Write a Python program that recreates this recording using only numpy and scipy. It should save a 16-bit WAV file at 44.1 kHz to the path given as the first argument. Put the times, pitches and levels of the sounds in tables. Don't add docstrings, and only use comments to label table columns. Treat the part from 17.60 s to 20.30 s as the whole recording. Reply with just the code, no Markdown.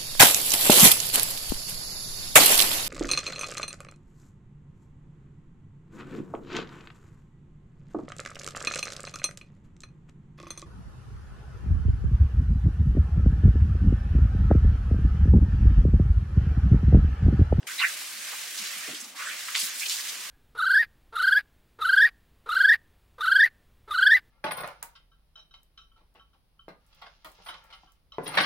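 import sys
import numpy as np
from scipy import signal
from scipy.fft import rfft, irfft
from scipy.io import wavfile
from scipy.ndimage import uniform_filter1d

SR = 44100
rng = np.random.default_rng(int(sys.argv[2]) if len(sys.argv) > 2 else 0)


def linear_from_db(decibels):
    return 10 ** (np.asarray(decibels, float) / 20)


def unload_wav(signal):
    wavfile.write(
        sys.argv[1],
        SR,
        np.round(np.clip(np.atleast_2d(signal).T, -1, 1) * 32767).astype(np.int16),
    )


N = 119070

LEFT_RIGHT = np.array([[1], [-1]])


def rms_one(x):
    return x / np.sqrt(np.mean(x ** 2) + 1e-20)


def at_hz(points, hz):
    table_hz, value = np.array(points)[:, :2].T
    return np.interp(np.log(hz), np.log(table_hz), value)


def high_pass(x, hz, order):
    return signal.sosfilt(signal.butter(order, hz, "high", fs=SR, output="sos"), x)


def drift(rate):
    r = np.exp(-80 * np.pi * rate / SR)
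    steps = rng.standard_normal(N // 40 + 2002)
    slow = signal.lfilter([1], [1, -2 * r, r * r], steps)[2000:]
    return np.interp(np.arange(N) / 40, np.arange(len(slow)), rms_one(slow))


# pitch in Hz, likeness from 0 to 1.
SIDE_LIKENESS = [(60, .9), (125, 1), (300, 0.94), (600, 0.7), (1200, 0.84), (2500, 0.47), (5000, 0.49),
                 (12000, 0.091)]


def likeness(hz):
    return np.clip(at_hz(SIDE_LIKENESS, hz), 0, 1)


def banded_noise(spectrum, shared_db, own_db, tilt_db=0):
    out, together = 0, drift(30)
    edges = np.geomspace(spectrum[0][0], spectrum[-1][0], num=14)
    white = rng.standard_normal((2, 2, N))
    for k, (low, high) in enumerate(zip(edges, edges[1:])):
        band = signal.butter(2, [low, high], "band", fs=SR, output="sos")
        mid, side = signal.sosfilt(band, white[k % 2])
        hz = np.sqrt(low * high)
        alike = likeness(hz)
        flicker_db = shared_db * together + own_db * drift(11)
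        gain = linear_from_db(at_hz(spectrum, hz) + flicker_db + tilt_db * np.log2(hz / 4000))
        out = out + gain * (np.sqrt(1 + alike) * mid + np.sqrt(1 - alike) * side * LEFT_RIGHT)
    return rms_one(out)


def pings(s, gain, hz, t60, size, attack=0.92, rise=.003):
    t = np.arange(size) / SR
    cycles = hz[:, None] * t
    ring = np.sin(2 * np.pi * cycles * (1 + rise * cycles))
    fade = linear_from_db(-60 * t / t60[:, None])
    onset = np.minimum(cycles / attack, 1)
    audible = cycles * (1 + 2 * rise * cycles) / (t + 1e-9) < .45 * SR
    wave = ring * fade * onset * audible
    at = (np.clip(s * SR, 0, N).astype(int)[:, None] + np.arange(size)).ravel()
    return np.array([np.bincount(at, (g[:, None] * wave).ravel(), N + size + 1)[:N] for g in gain])


def placed(size_db, hz, chance):
    alike = likeness(hz)
    side = np.sqrt((1 - alike) / (1 + alike)) * 0.68 * chance
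    sign = np.sign(np.roll(chance, 1))
    return linear_from_db(size_db) * sign * np.array([1 + side, 1 - side])


def swarm(table, cycles, skew, count, size):
    start, length, db, hz, spread = np.transpose(table)[:, :, None]
    u = rng.random((len(table), 2, count))
    z = rng.standard_normal((len(table), 3, count))
    when = start + length * (u[:, 0] ** skew + u[:, 1] ** skew) / 2
    pitch = np.clip(hz * 2 ** (spread * np.maximum(z[:, 0], -2)), 200, 15000).ravel()
    each_db = db + 10 * np.log10(length * hz / count / cycles) + 12.5 + 3.5 * z[:, 1]
    gain = placed(each_db.ravel(), pitch, z[:, 2].ravel())
    return pings(when.ravel(), gain, pitch, cycles / pitch, size)


def basin(x):
    out = x.copy()
    for lag in rng.uniform(0.0013, .03, (7, 2)):
        for side in range(2):
            n = int(lag[side] * SR)
            out[side, n:] += linear_from_db(-10 - 350 * lag[side]) * rng.choice([-1, 1]) * x[side, :-n]
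    return out


# pitch in Hz, level in dB per Hz.
QUIET_COLOUR = [(50, 0), (300, 4), (900, 0), (1500, -6), (7000, -12.5), (10000, -20), (14000, -27)]


def quiet_room():
    return linear_from_db(-55) * banded_noise(QUIET_COLOUR, 0.76, 0.33)


# time in seconds, peak in dB, pitch in Hz.
WET_SLAPS = [(0.030, -26.5, 2230), (.0883, -15.5, 1800), (.2862, -21, 7800), (.2915, -16, 7900),
             (0.726, -22, 1510), (.979, -22, 4300), (1.182, -28, 10500), (1.41, -29, 8000),
             (1.9481, -21, 3000), (1.952, -0.5, 2960), (1.9575, -13, 3350), (1.9601, -1, 3540),
             (1.9725, -14, 6000), (2.0185, -22, 7500), (2.051, -22, 11000), (2.285, -14, 5900),
             (2.2973, -0.5, 5800), (2.3077, -21, 3600), (2.312, -18, 4400), (2.3205, -13, 4500),
             (2.326, -20, 7000), (2.485, -28, 6000), (2.493, -29, 3520)]


def slaps():
    s, db, hz = np.transpose(WET_SLAPS)
    cycles, echo_db = 9, -4
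    crack = 0
    for ratio, rel_db in ((.75, -2), (1.25, -5.5), (2.2, -14.5)):
        gain = linear_from_db(db + rel_db) * np.ones((2, 1))
        crack = crack + pings(s, gain, np.minimum(hz * ratio, 15000), cycles / hz, size=400, attack=1.3)
    echoes = basin(crack) - crack
    return high_pass(crack + linear_from_db(echo_db) * echoes, 1170, order=4)


def droplets(count):
    z = rng.standard_normal((count, 2))
    pitch = np.clip(3200 * 2 ** (0.59 * z[:, 0]), 1100, 15000)
    size_db = 4.5 * np.minimum(rng.exponential(1, count), 4)
    when = rng.random(count) * N / SR
    return rms_one(pings(when, placed(size_db, pitch, z[:, 1]), pitch, 12.0 / pitch, size=250))


# time in seconds, level in dB, brightness in dB per octave.
SPRAY_FLOW = [(.07, -37.5, -0.5), (.11, -40.5, 0.7), (.3, -38.5, 0.5), (.52, -41, 0.8), (.7, -38.5, -0.26),
              (.95, -39.5, 0.6), (1.1, -38.5, -0.1), (1.3, -39, -1), (1.42, -45, 0.2), (1.481, -48, 1),
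              (1.55, -52.5, -0.3), (1.566, -42, -1.1), (1.68, -40, -1.6), (1.9, -39, 0.6),
              (2.12, -38.5, -0.5), (2.2, -39.5, 2.6), (2.45, -38, 1.1), (2.7, -41, .1)]
# pitch in Hz, level in dB per Hz.
HISS_COLOUR = [(500, -13), (900, -27.5), (1300, -8), (1900, -1.5), (4000, -4), (8000, -5), (12000, -8.5),
               (16500, -13)]


def spray():
    hiss_db, drops_db = 4, -27.5
    s, level_db, tilt_db = np.transpose(SPRAY_FLOW)
    t = np.arange(N) / SR
    hiss = linear_from_db(hiss_db) * banded_noise(HISS_COLOUR, 0.68, 0.7, np.interp(t, s, tilt_db))
    drops = linear_from_db(drops_db) * droplets(count=4000)
    return linear_from_db(np.interp(t, s, level_db)) * (hiss + drops)


# pitch in Hz, level in dB per Hz.
ROOM_COLOUR = [(40, -44), (100, -15.5), (160, -3.5), (250, 1), (320, 0.5), (450, -8), (800, -3), (1300, 0)]


def room_and_pipes():
    return linear_from_db(-56) * banded_noise(ROOM_COLOUR, 0.37, 2.7)


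# time in seconds, peak in dB, pitch in Hz, time to fade 60 dB in seconds.
BASIN_THUDS = [(.07, -48, 110, 0.11), (0.997, -37.5, 199, 0.21), (1.166, -36.5, 181, 0.11),
               (1.278, -42.5, 486, 0.21), (1.283, -34, 284.5, 0.21), (1.288, -42, 690, 0.11),
               (1.29, -38, 163, 0.18), (1.305, -40.5, 216, 0.14), (1.33, -36, 304, 0.126),
               (1.955, -46, 640, 0.056), (2.031, -27, 210, 0.046), (2.05, -38, 257, 0.12),
               (.725, -46.5, 560, 0.069), (1.42, -47.5, 226, 0.28)]


def thuds():
    s, db, hz, t60 = np.transpose(BASIN_THUDS)[:, :, None] * np.ones(9)
    late, uneven, detune = rng.standard_normal((len(BASIN_THUDS), 3, 9)).transpose(1, 0, 2)
    when = (s - .006 + 0.0062 * np.abs(late)).ravel()
    gain = linear_from_db(db - 11.5 + 1.8 * uneven).ravel() * np.ones((2, 1))
    pitch = (hz * 2 ** (0.161 * detune)).ravel()
    clump = pings(when, gain, pitch, 1.02 * t60.ravel(), size=6000, attack=0.68, rise=0)
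    return high_pass(clump, 143, order=2)


# start in seconds, length in seconds, level in dB, pitch in Hz, spread in octaves.
BUBBLY_SPLASHES = [(.086, 0.043, -40.5, 1720, 0.18), (.178, 0.044, -32, 3850, 0.11),
                   (.18, 0.04, -33, 2230, 0.21), (.195, 0.044, -30, 1760, 0.42),
                   (.203, 0.038, -28.5, 2690, 0.053), (.225, 0.026, -24, 1774, 0.21),
                   (.238, 0.023, -24, 2050, 0.19), (.255, .03, -33.5, 1820, 0.22),
                   (.275, 0.043, -41.5, 1820, 0.24), (.72, 0.027, -43, 1380, 0.43),
                   (1.225, 0.042, -45, 1780, 0.041), (1.56, 0.1, -46.5, 1090, 0.1),
                   (1.58, .08, -41.5, 1510, 0.265), (1.59, 0.033, -40, 2150, 0.17),
                   (1.645, 0.06, -39.5, 1590, .15), (1.69, 0.054, -42, 2100, 0.15),
                   (1.68, 0.047, -43.5, 3110, 0.21), (1.645, 0.047, -42.5, 7700, 0.015),
                   (1.675, 0.063, -49, 7900, .015), (1.878, 0.018, -37.5, 1890, 0.42),
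                   (2.208, 0.031, -34.5, 2280, 0.093), (2.225, 0.021, -35.5, 3080, 0.46),
                   (2.253, .017, -31.5, 4150, 0.41), (2.37, 0.035, -42, 1820, 0.22),
                   (1.952, 0.027, -41, 1150, 0.21)]


def splashes():
    return swarm(BUBBLY_SPLASHES, cycles=37.5, skew=1.1, count=300, size=450)


# start in seconds, length in seconds, level in dB, pitch in Hz,
# spread in octaves.
FINE_SPATTERS = [(.283, 0.016, -36.5, 8900, 0.35), (.975, .03, -35, 5500, 0.46), (.99, 0.16, -39, 5520, .6),
                 (1.175, 0.027, -40, 9800, .4), (1.345, 0.049, -40.5, 5230, 0.42),
                 (1.4, 0.031, -37.5, 7350, 0.29), (1.44, 0.019, -41.5, 6450, 0.46),
                 (1.946, 0.031, -28.5, 3540, 0.32), (1.97, 0.04, -35, 3120, 0.17),
                 (1.99, 0.03, -30.5, 9300, 0.22), (2.012, 0.018, -34, 4300, 0.18),
                 (1.96, 0.15, -31, 7020, 0.57), (2.03, 0.072, -34, 12700, 0.45),
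                 (2.19, 0.049, -35, 8250, 0.54), (2.282, 0.02, -33, 6170, 0.3),
                 (2.295, 0.059, -31, 5940, 0.6), (2.3, 0.15, -34.5, 7160, 0.54),
                 (2.482, 0.03, -34, 6370, 0.58)]


def spatters():
    return swarm(FINE_SPATTERS, cycles=16.6, skew=1.8, count=350, size=200)


def thrown_water():
    water = high_pass(splashes() + spatters(), 738, order=8)
    return linear_from_db(-1 / 2 * LEFT_RIGHT) * basin(water)


def scene():
    water_starts_s = .0685
    on = np.clip((np.arange(N) / SR - water_starts_s) / .001, 0, 1)
    background = (1 - on) * quiet_room() + on * (spray() + room_and_pipes())
    return background + slaps() + thuds() + thrown_water()


# pitch in Hz, left minus right in dB.
SIDE_BALANCE = [(60, -1), (240, 1), (950, -1.5), (3770, -0.5), (15000, -2)]


def balanced(x):
    hz = np.fft.rfftfreq(N, 1 / SR) + 1
    gain = linear_from_db(at_hz(SIDE_BALANCE, hz) / 2 * LEFT_RIGHT) * (hz < 15850)
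    return irfft(rfft(x) * gain, N)


def duck_bass(x):
    duck_above_db = -43.5
    hz = np.fft.rfftfreq(N, 1 / SR) + 1
    bass = irfft(rfft(x) / (1 + (hz / 380) ** 6), N)
    power = uniform_filter1d(np.mean(x ** 2, axis=0), size=1500)
    bass_gain = 1 / np.sqrt(1 + (power / linear_from_db(2 * duck_above_db)) ** 0.7)
    return x - bass * (1 - bass_gain)


# pitch in Hz, threshold as a share of the local power.
NOISE_REDUCTION = [(600, .02), (3000, .3), (8000, .55), (14000, .95)]


def thinned(x):
    hz, _, cells = signal.stft(x, SR, nperseg=2048)
    power = uniform_filter1d(np.abs(cells) ** 2, size=5, axis=1)
    local_power = uniform_filter1d(power, size=61, axis=1)
    threshold = at_hz(NOISE_REDUCTION, hz + 1)[:, None] * local_power
    keep = 1 / (1 + (threshold / (power + 1e-30)) ** 4)
    return signal.istft(cells * keep, SR, nperseg=2048)[1][:, :N]


def top_cut(x):
    return signal.sosfilt(signal.butter(12, 15860, fs=SR, output="sos"), x)


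def record(dry):
    x = high_pass(balanced(dry), 97, order=2)
    mix = thinned(duck_bass(x))
    return top_cut(mix)


dry = scene()
out = record(dry)
unload_wav(out)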